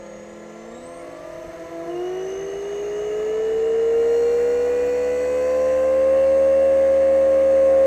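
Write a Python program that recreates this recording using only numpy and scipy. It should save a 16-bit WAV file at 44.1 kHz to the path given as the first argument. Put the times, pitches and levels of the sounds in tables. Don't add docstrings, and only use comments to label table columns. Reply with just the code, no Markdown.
import sys
import numpy as np
from scipy import signal
from scipy.fft import rfft, irfft, next_fast_len
from scipy.io import wavfile
from scipy.ndimage import uniform_filter1d, map_coordinates

SR = 44100
rng = np.random.default_rng(int(sys.argv[2]) if len(sys.argv) > 2 else 0)


def int16_out(signal):
    q = np.round(np.clip(np.atleast_2d(signal).T, -1, 1) * 32767)
    wavfile.write(sys.argv[1], SR, q.astype(np.int16))


N = 346626
TIME = np.arange(N) / SR
STEP = 64
MAGNET_PAIRS, FULL_SPEED = 7, 77

NOISE_LEVELS = {"wash": (-64.5, 5.4), "rattle": (-76, 4.7), "gears": (-92.5, 3.1), "swish": (-107, 18),
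                "chop": (-81, 13), "grind": (-104, 4)}


def amp(db):
    return 10 ** (np.asarray(db) / 20)


def along(points, hz):
    freqs, values = np.transpose(points)
    return np.interp(np.log(hz + 1), np.log(freqs + 1), values)


def curves(rows):
    times, *columns = np.transpose(rows)
    return [np.interp(TIME, times, column) for column in columns]


def wobble(rate):
    knots = rng.standard_normal(int(N * rate / SR) + 4)
    return map_coordinates(knots, [TIME * rate], order=1)


def tone(cycles):
    return np.sqrt(2) * np.sin(2 * np.pi * (cycles + rng.random()))


def filtered(x, response):
    size = next_fast_len(N + SR // 4)
    return irfft(rfft(x, size) * response(np.fft.rfftfreq(size, 1 / SR)), size)[:N]


def rush(colour, patchy_db):
    spectrum = signal.stft(rng.standard_normal(N + 512), nperseg=512)[2]
    patches = uniform_filter1d(rng.standard_normal(spectrum.shape), 5, axis=0)
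    patches = uniform_filter1d(patches, 10, axis=1)
    white = signal.istft(spectrum * amp(patchy_db * patches / patches.std()), nperseg=512)[1][:N]
    return filtered(white / white.std() * np.sqrt(SR / 2), lambda hz: amp(along(colour, hz)))


def noise_db(name, speed, full_from=FULL_SPEED):
    full_db, loss_db = NOISE_LEVELS[name]
    return full_db + loss_db * np.log2(np.minimum(speed, full_from) / full_from)


def strain(remains=0):
    return np.interp(TIME, [3.8, 4.15, 5.68, 6.08], [0, 1, 1, remains])


def ringing(modes, order, speed, floor_db):
    coarse = speed[::STEP]
    halvings = np.log2(coarse / FULL_SPEED)
    power = amp(floor_db) ** 2
    for hz, width, db, loss_db in modes:
        detuning = 2 * (order * coarse - hz) / width
        power += (amp(db + loss_db * halvings) / (1 + detuning ** 2)) ** 2
    return np.interp(TIME, TIME[::STEP], np.sqrt(power))


def wind():
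    # f/Hz, level/dB
    colour = [(15, -10), (45, -1), (100, -5), (150, -5), (230, -6), (330, -12.5), (500, -61.5)]
    return amp(-74.5 + 1.8 * wobble(2.1)) * rush(colour, patchy_db=2.5)


def controller(hz, level_db):
    return amp(level_db + 2.2 * wobble(3.3)) * tone(hz * TIME)


def rotor_noise(speed):
    # f/Hz, level/dB
    wash_colour = [(150, -43.5), (230, -20.5), (330, -6), (390, -7), (480, 1), (550, -6), (640, 2.5),
                   (760, -6), (880, -18), (1100, -48)]
    # f/Hz, level/dB
    rattle_colour = [(700, -25), (880, -3), (1150, 0.5), (1350, -2), (1500, -8.5), (1750, -1.5), (1900, -1),
                     (2050, -0.5), (2400, -8.5), (2900, -10.5), (3150, -16.5), (3600, -12.5), (3900, -17.5),
                     (4500, -46.5)]
    # f/Hz, level/dB
    chop_colour = [(900, -27.5), (1200, -3.5), (1500, 1), (1900, 3), (2400, -6), (2800, -3), (3100, -9),
                   (3600, -35.5)]
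    wash = amp(noise_db("wash", speed) - 0.3 * wobble(2.5)) * rush(wash_colour, patchy_db=1.3)
    rattle = amp(noise_db("rattle", speed)) * rush(rattle_colour, patchy_db=0.6)
    chop = amp(noise_db("chop", speed, full_from=74)) * rush(chop_colour, patchy_db=3.0)
    return wash + rattle + chop


def gear_noise(speed, turns, pulse):
    # f/Hz, level/dB
    hiss_colour = [(3200, -44.5), (3900, -3), (4300, 2.5), (4750, -4), (5300, 0), (5700, -2), (6300, 4),
                   (7000, -2.5), (7500, -4), (8000, 0), (8500, -7.5), (9100, -8.5), (9700, -17.5),
                   (11000, -39.5)]
    # f/Hz, level/dB
    grind_colour = [(3800, -30), (4150, -4), (4350, 4), (4650, -12), (5450, -12), (5650, 6), (5850, 6),
                    (6050, -8), (6500, -2), (6950, 5), (7300, -5), (8000, 0), (8500, -14), (9500, -40)]
    hiss = amp(noise_db("gears", speed)) * rush(hiss_colour, patchy_db=1.5)
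    grind = amp(noise_db("grind", speed) + 14.5 * strain()) * rush(grind_colour, patchy_db=1.0)
    return (1 + pulse * tone(turns)) * (hiss + grind)


def swish(speed, turns, pulse):
    # f/Hz, level/dB
    colour = [(8500, -32), (9700, -5.5), (11000, 0.5), (12400, 2.5), (13600, -5), (14600, -3.5),
              (15100, -6.5)]
    level_db = noise_db("swish", speed, full_from=45) + 6.5 * strain(remains=.75)
    return amp(level_db) * (1 + pulse * tone(2 * turns)) * rush(colour, patchy_db=1.3)


def stutters(recover_s):
    # t/s, gap half-width/s, sag/share of speed
    cutouts = [(1.94, 0.0079, 0.046), (2.11, 0.014, 0.028), (2.26, 0.0073, 0.034), (2.45, 0.02, .012),
               (2.63, 0.014, 0.021), (2.829, 0.009, 0.054), (2.90, 0.012, .02), (3.10, 0.0049, 0.043),
               (3.251, .012, 0.039), (3.60, 0.0091, 0.017), (3.92, 0.013, 0.039), (4.071, 0.0079, 0.01985),
               (4.21, .012, 0.014), (4.35, 0.011, 0.027), (4.68, .015, 0.016), (4.92, 0.019, .015),
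               (5.22, 0.019, 0.0089)]
    drive, sag = np.ones(N), np.zeros(N)
    for at_s, gap_s, share in cutouts:
        since = TIME - at_s
        drive *= 1 - .9 * np.exp(-(since / gap_s) ** 2)
        sag += share * np.exp(-np.abs(since) / np.where(since > 0, recover_s, .006))
    return drive, sag


def tail_motor(main_turns, load_at_s, throb, coil_order):
    # t/s, speed/(turns/s)
    spin = [(0, 170.4), (1.3, 170.3), (1.6, 168.6), (1.88, 165.5), (1.92, 162), (3.55, 161.5),
            (3.65, 159.5), (4.15, 158.7), (4.3, 155), (4.8, 149.5), (5.15, 149), (5.35, 146.5), (5.6, 151),
            (6.72, 150), (6.76, 136), (6.86, 137), (6.96, 143.5), (7.25, 146), (7.45, 141.5), (7.65, 143),
            (7.86, 143)]
    # t/s, hum level/dB, fourth order level/dB, sum tone level/dB
    mix = [(0, -45, -68, -42.5), (.7, -44.5, -51, -54), (1.0, -43.5, -42, -46), (1.3, -45.5, -57, -36.5),
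           (1.6, -43.5, -49, -40), (1.86, -42.5, -43, -35), (2.4, -42.5, -45, -47), (3.1, -44, -40, -40.5),
           (4.15, -44, -43, -34.5), (4.8, -48, -47.5, -33), (6.7, -47, -47, -39.5), (6.8, -48.5, -54, -35),
           (7.86, -46.5, -58.5, -40)]
    # order, relative level/dB
    hum_orders = [(1, -11), (2, -4.5), (3, 0), (5, -19.5), (6, -15), (8, -18), (10, -18.5), (12, -22)]
    # order, relative level/dB
    sum_orders = [(2, -1), (4, -17.5)]
    # f/Hz, level/dB
    coil_levels = [(2450, -67), (2580, -60.5), (2640, -61.5), (2680, -56.5), (2705, -55.5), (2740, -55.5),
                   (2790, -54), (2860, -53), (2915, -52.5)]
    speed = curves(spin)[0]
    hum_db, fourth_db, sum_db = curves(mix)
    drive, sag = stutters(recover_s=.055)
    turns = np.cumsum(speed * (1 - sag + .002 * wobble(25))) / SR
    load = np.clip((TIME - load_at_s) / .04 + .5, 0, 1)

    edge_db = np.interp(load, [0, 1], [2.5, -3])
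    out = np.zeros(N)
    for order, db in hum_orders:
        load_db = 0 if order in (1, 3) else edge_db
        out += amp(hum_db + db + load_db + 1.8 * wobble(8.1)) * tone(order * turns)
    out += amp(fourth_db + 1.5 * wobble(9)) * tone(4 * turns)
    for order, db in sum_orders:
        level_db = sum_db + db - 11.5 * load + 1.4 * wobble(9)
        out += amp(level_db) * tone(order * turns + MAGNET_PAIRS * main_turns)

    coil_db = -70 * (1 - load) + load * along(coil_levels, coil_order * speed)
    coil_gain = drive * (1 + throb * tone(main_turns)) * amp(coil_db + 0.7 * wobble(26))
    return out + coil_gain * tone(coil_order * turns + .04 * wobble(90))


def main_shaft():
    # t/s, speed/(turns/s)
    spin = [(0, 29.1), (.5, 30.85), (.7, 32.31), (.9, 36.9), (1.1, 40.35), (1.3, 43.05), (1.7, 47.36),
            (1.8, 47.68), (2.0, 50.78), (2.2, 53.6), (2.4, 55.65), (2.6, 57.15), (3.2, 61.0), (3.4, 62.66),
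            (4.0, 66.05), (4.6, 69.15), (4.8, 69.9), (5.15, 70.95), (5.6, 73.84), (5.8, 74.52),
            (6.2, 76.58), (6.4, 77.06), (6.7, 77.2), (7.86, 76.78)]
    speed = uniform_filter1d(curves(spin)[0], SR // 20, mode="nearest") + .03 * wobble(20)
    acceleration = uniform_filter1d(np.gradient(speed) * SR, SR // 8, mode="nearest")
    return speed, np.cumsum(speed) / SR, acceleration


def gear_whines(speed, turns, acceleration, tooth_order, runout, flutter):
    # f/Hz, width/Hz, level at full speed/dB, loss per halving of speed/dB
    housing = [(3790, 330, -7, 4.5), (6194, 370, 1, -1), (6540, 300, -0.5, 3), (6830, 340, -7, 0.1),
               (7160, 120, -11.5, 3), (7580, 440, -20.5, -11.5), (8050, 240, -5, -0.5),
               (8550, 380, -12, -4), (9500, 900, -27.5, -0.5), (11800, 1300, -24.5, -2.2),
               (13600, 800, -28.5, 0.5)]
    # order, level/dB
    high_orders = [(105, -62), (119, -66.5), (126, -70.5), (140, -67.5), (168, -71.5), (196, -69),
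                   (224, -53), (231, -63.5), (336, -70)]
    torque_db = 0.2431 * acceleration
    throb = (1 + runout * tone(turns)) ** 2 / (1 + 2 * runout)
    resonance = ringing(housing, tooth_order, speed, floor_db=-30.5)
    out = amp(-51 + torque_db) * resonance * throb * tone(tooth_order * turns)
    for order, db in high_orders:
        level_db = db + torque_db + 1.5 * wobble(30) + 2.8 * wobble(6.5)
        resonance = ringing(housing, order, speed, floor_db=-39)
        throb = 1 + flutter * tone(turns)
        out += amp(level_db) * resonance * throb * tone(order * turns + .13 * wobble(120))
    return out


def shaft_tones(speed, turns, waver_db, faint_db):
    # order, relative level/dB
    orders = [(1, 22), (2, 2.5), (3, 12), (4, 7.5), (5, -2), (6, 3.5), (8, 2.5), (9, 3), (10, -3.5),
              (12, -5), (13, -6.5), (15, -3), (16, -1.5), (20, -2.5), (22, 0.5), (24, -4.5), (26, -8.5),
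              (27, -13.5), (29, -8.5), (34, -9.5), (62, 4), (63, 6.5), (64, 2), (70, -3.5), (77, 2),
              (78, -3), (83, -3.5), (84, -2), (86, -0.5), (91, -2.5), (95, -1), (97, -3.5), (98, -2),
              (100, 3.5), (102, 0), (104, 3), (107, 7.5), (110, 0), (117, 8), (121, -1)]
    # f/Hz, level/dB
    body = [(30, -23), (80, -8.5), (200, -3.5), (330, 14.5), (480, 11.5), (650, 15), (900, 5), (1100, 6.5),
            (1400, -6), (1700, 4.5), (2000, 10), (2300, 3.5), (2600, 1.5), (3300, -6), (3900, -11),
            (4300, 5), (4800, -7), (5700, 0.5), (6000, 0.5), (6350, 5.5), (6700, 4), (7000, 0), (7500, -2),
            (8100, -3.5), (8700, -7.5), (9500, -19), (12000, -13.5)]
    # speed/(turns/s), rotor level/dB, gear level/dB
    shaking = [(29, -80.5, -84), (41.7, -75, -90), (48, -69.5, -94), (57.5, -64.5, -78), (64, -61, -74.5),
               (77.9, -57, -72.5)]
    levels = {order: faint_db + 3 * rng.standard_normal() for order in range(72, 128)}
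    levels.update(orders)
    coarse = speed[::STEP]
    at_speed, *shaken_db = np.transpose(shaking)
    rotor_db, gear_db = (np.interp(coarse, at_speed, db) for db in shaken_db)
    gear_db += 3.5 * strain()[::STEP]
    out = np.zeros(N)
    for order, db in levels.items():
        effort_db = gear_db if order > 50 else rotor_db
        waver_share = min((order / 6) ** 2, 1)
        drift_db = waver_db * waver_share * wobble(8)[::STEP]
        gain = amp(db + effort_db + along(body, order * coarse) + drift_db)
        out += np.repeat(gain, STEP)[:N] * tone(order * turns)
    return out


def magnet_whine(speed, turns, acceleration, swell_from_s, swell_db_per_s):
    # f/Hz, level/dB
    sweep_levels = [(204, -47), (232, -43), (272, -53), (285, -47), (310, -58), (331, -42), (344, -30.5),
                    (357, -26), (395, -29.5), (420, -25.5), (462, -17.5), (480, -18.5), (498, -21.5),
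                    (515, -19), (523, -18), (532, -16), (541, -15.5)]
    # order, level at full speed/dB, loss per halving of speed/dB
    overtones = [(14, -41.5, 1.1), (21, -43, 12), (28, -51, 2.3), (35, -53, 12), (42, -55.5, 12.5),
                 (56, -61.5, 2.7)]
    # f/Hz, width/Hz, level at full speed/dB, loss per halving of speed/dB
    frame = [(445, 60, -7.5, -2.5), (490, 28, -6.5, 0.8), (612, 62, -1.5, -0.5), (704, 85, 0, -0.8),
             (1044.6, 80, 1, 3), (1167, 130, -24.5, -28), (1260, 50, -7.5, 1.5), (1420, 340, -3.5, 15.5),
             (1555, 32, -10, 0.1), (1738, 84, 2, -0.5), (1856, 60, -3, -10), (1994, 120, 5.5, 16.5),
             (2100, 38, -5.5, -4), (2177, 47, -4, -10.5), (2460, 200, 8, 31.5), (2920, 140, -2, -2.5),
             (4300, 340, -5, 1.8)]
    swell_db = swell_db_per_s * np.maximum(TIME - swell_from_s, 0)
    magnet_db = along(sweep_levels, MAGNET_PAIRS * speed) + swell_db + 0.14 * wobble(11)
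    out = amp(magnet_db) * tone(MAGNET_PAIRS * turns)
    torque_db = 0.15 * acceleration
    for order, db, loss_db in overtones:
        level_db = db + loss_db * np.log2(speed / FULL_SPEED) + torque_db + 1.6 * wobble(6)
        out += amp(level_db) * ringing(frame, order, speed, floor_db=-20) * tone(order * turns)
    return out


def scene():
    speed, turns, acceleration = main_shaft()
    mix = wind() + controller(hz=8070, level_db=-75) + rotor_noise(speed)
    mix += gear_noise(speed, turns, pulse=0.082) + swish(speed, turns, pulse=0.082)
    mix += tail_motor(turns, load_at_s=1.9, throb=0.4, coil_order=18)
    mix += gear_whines(speed, turns, acceleration, tooth_order=112, runout=0.33, flutter=0.23)
    mix += shaft_tones(speed, turns, waver_db=3.0, faint_db=-10.0)
    mix += magnet_whine(speed, turns, acceleration, swell_from_s=7.38, swell_db_per_s=4)
    return mix[None]


def record(dry):
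    return filtered(dry[0], lambda hz: hz < 15150)[None]


dry = scene()
out = record(dry)
int16_out(out)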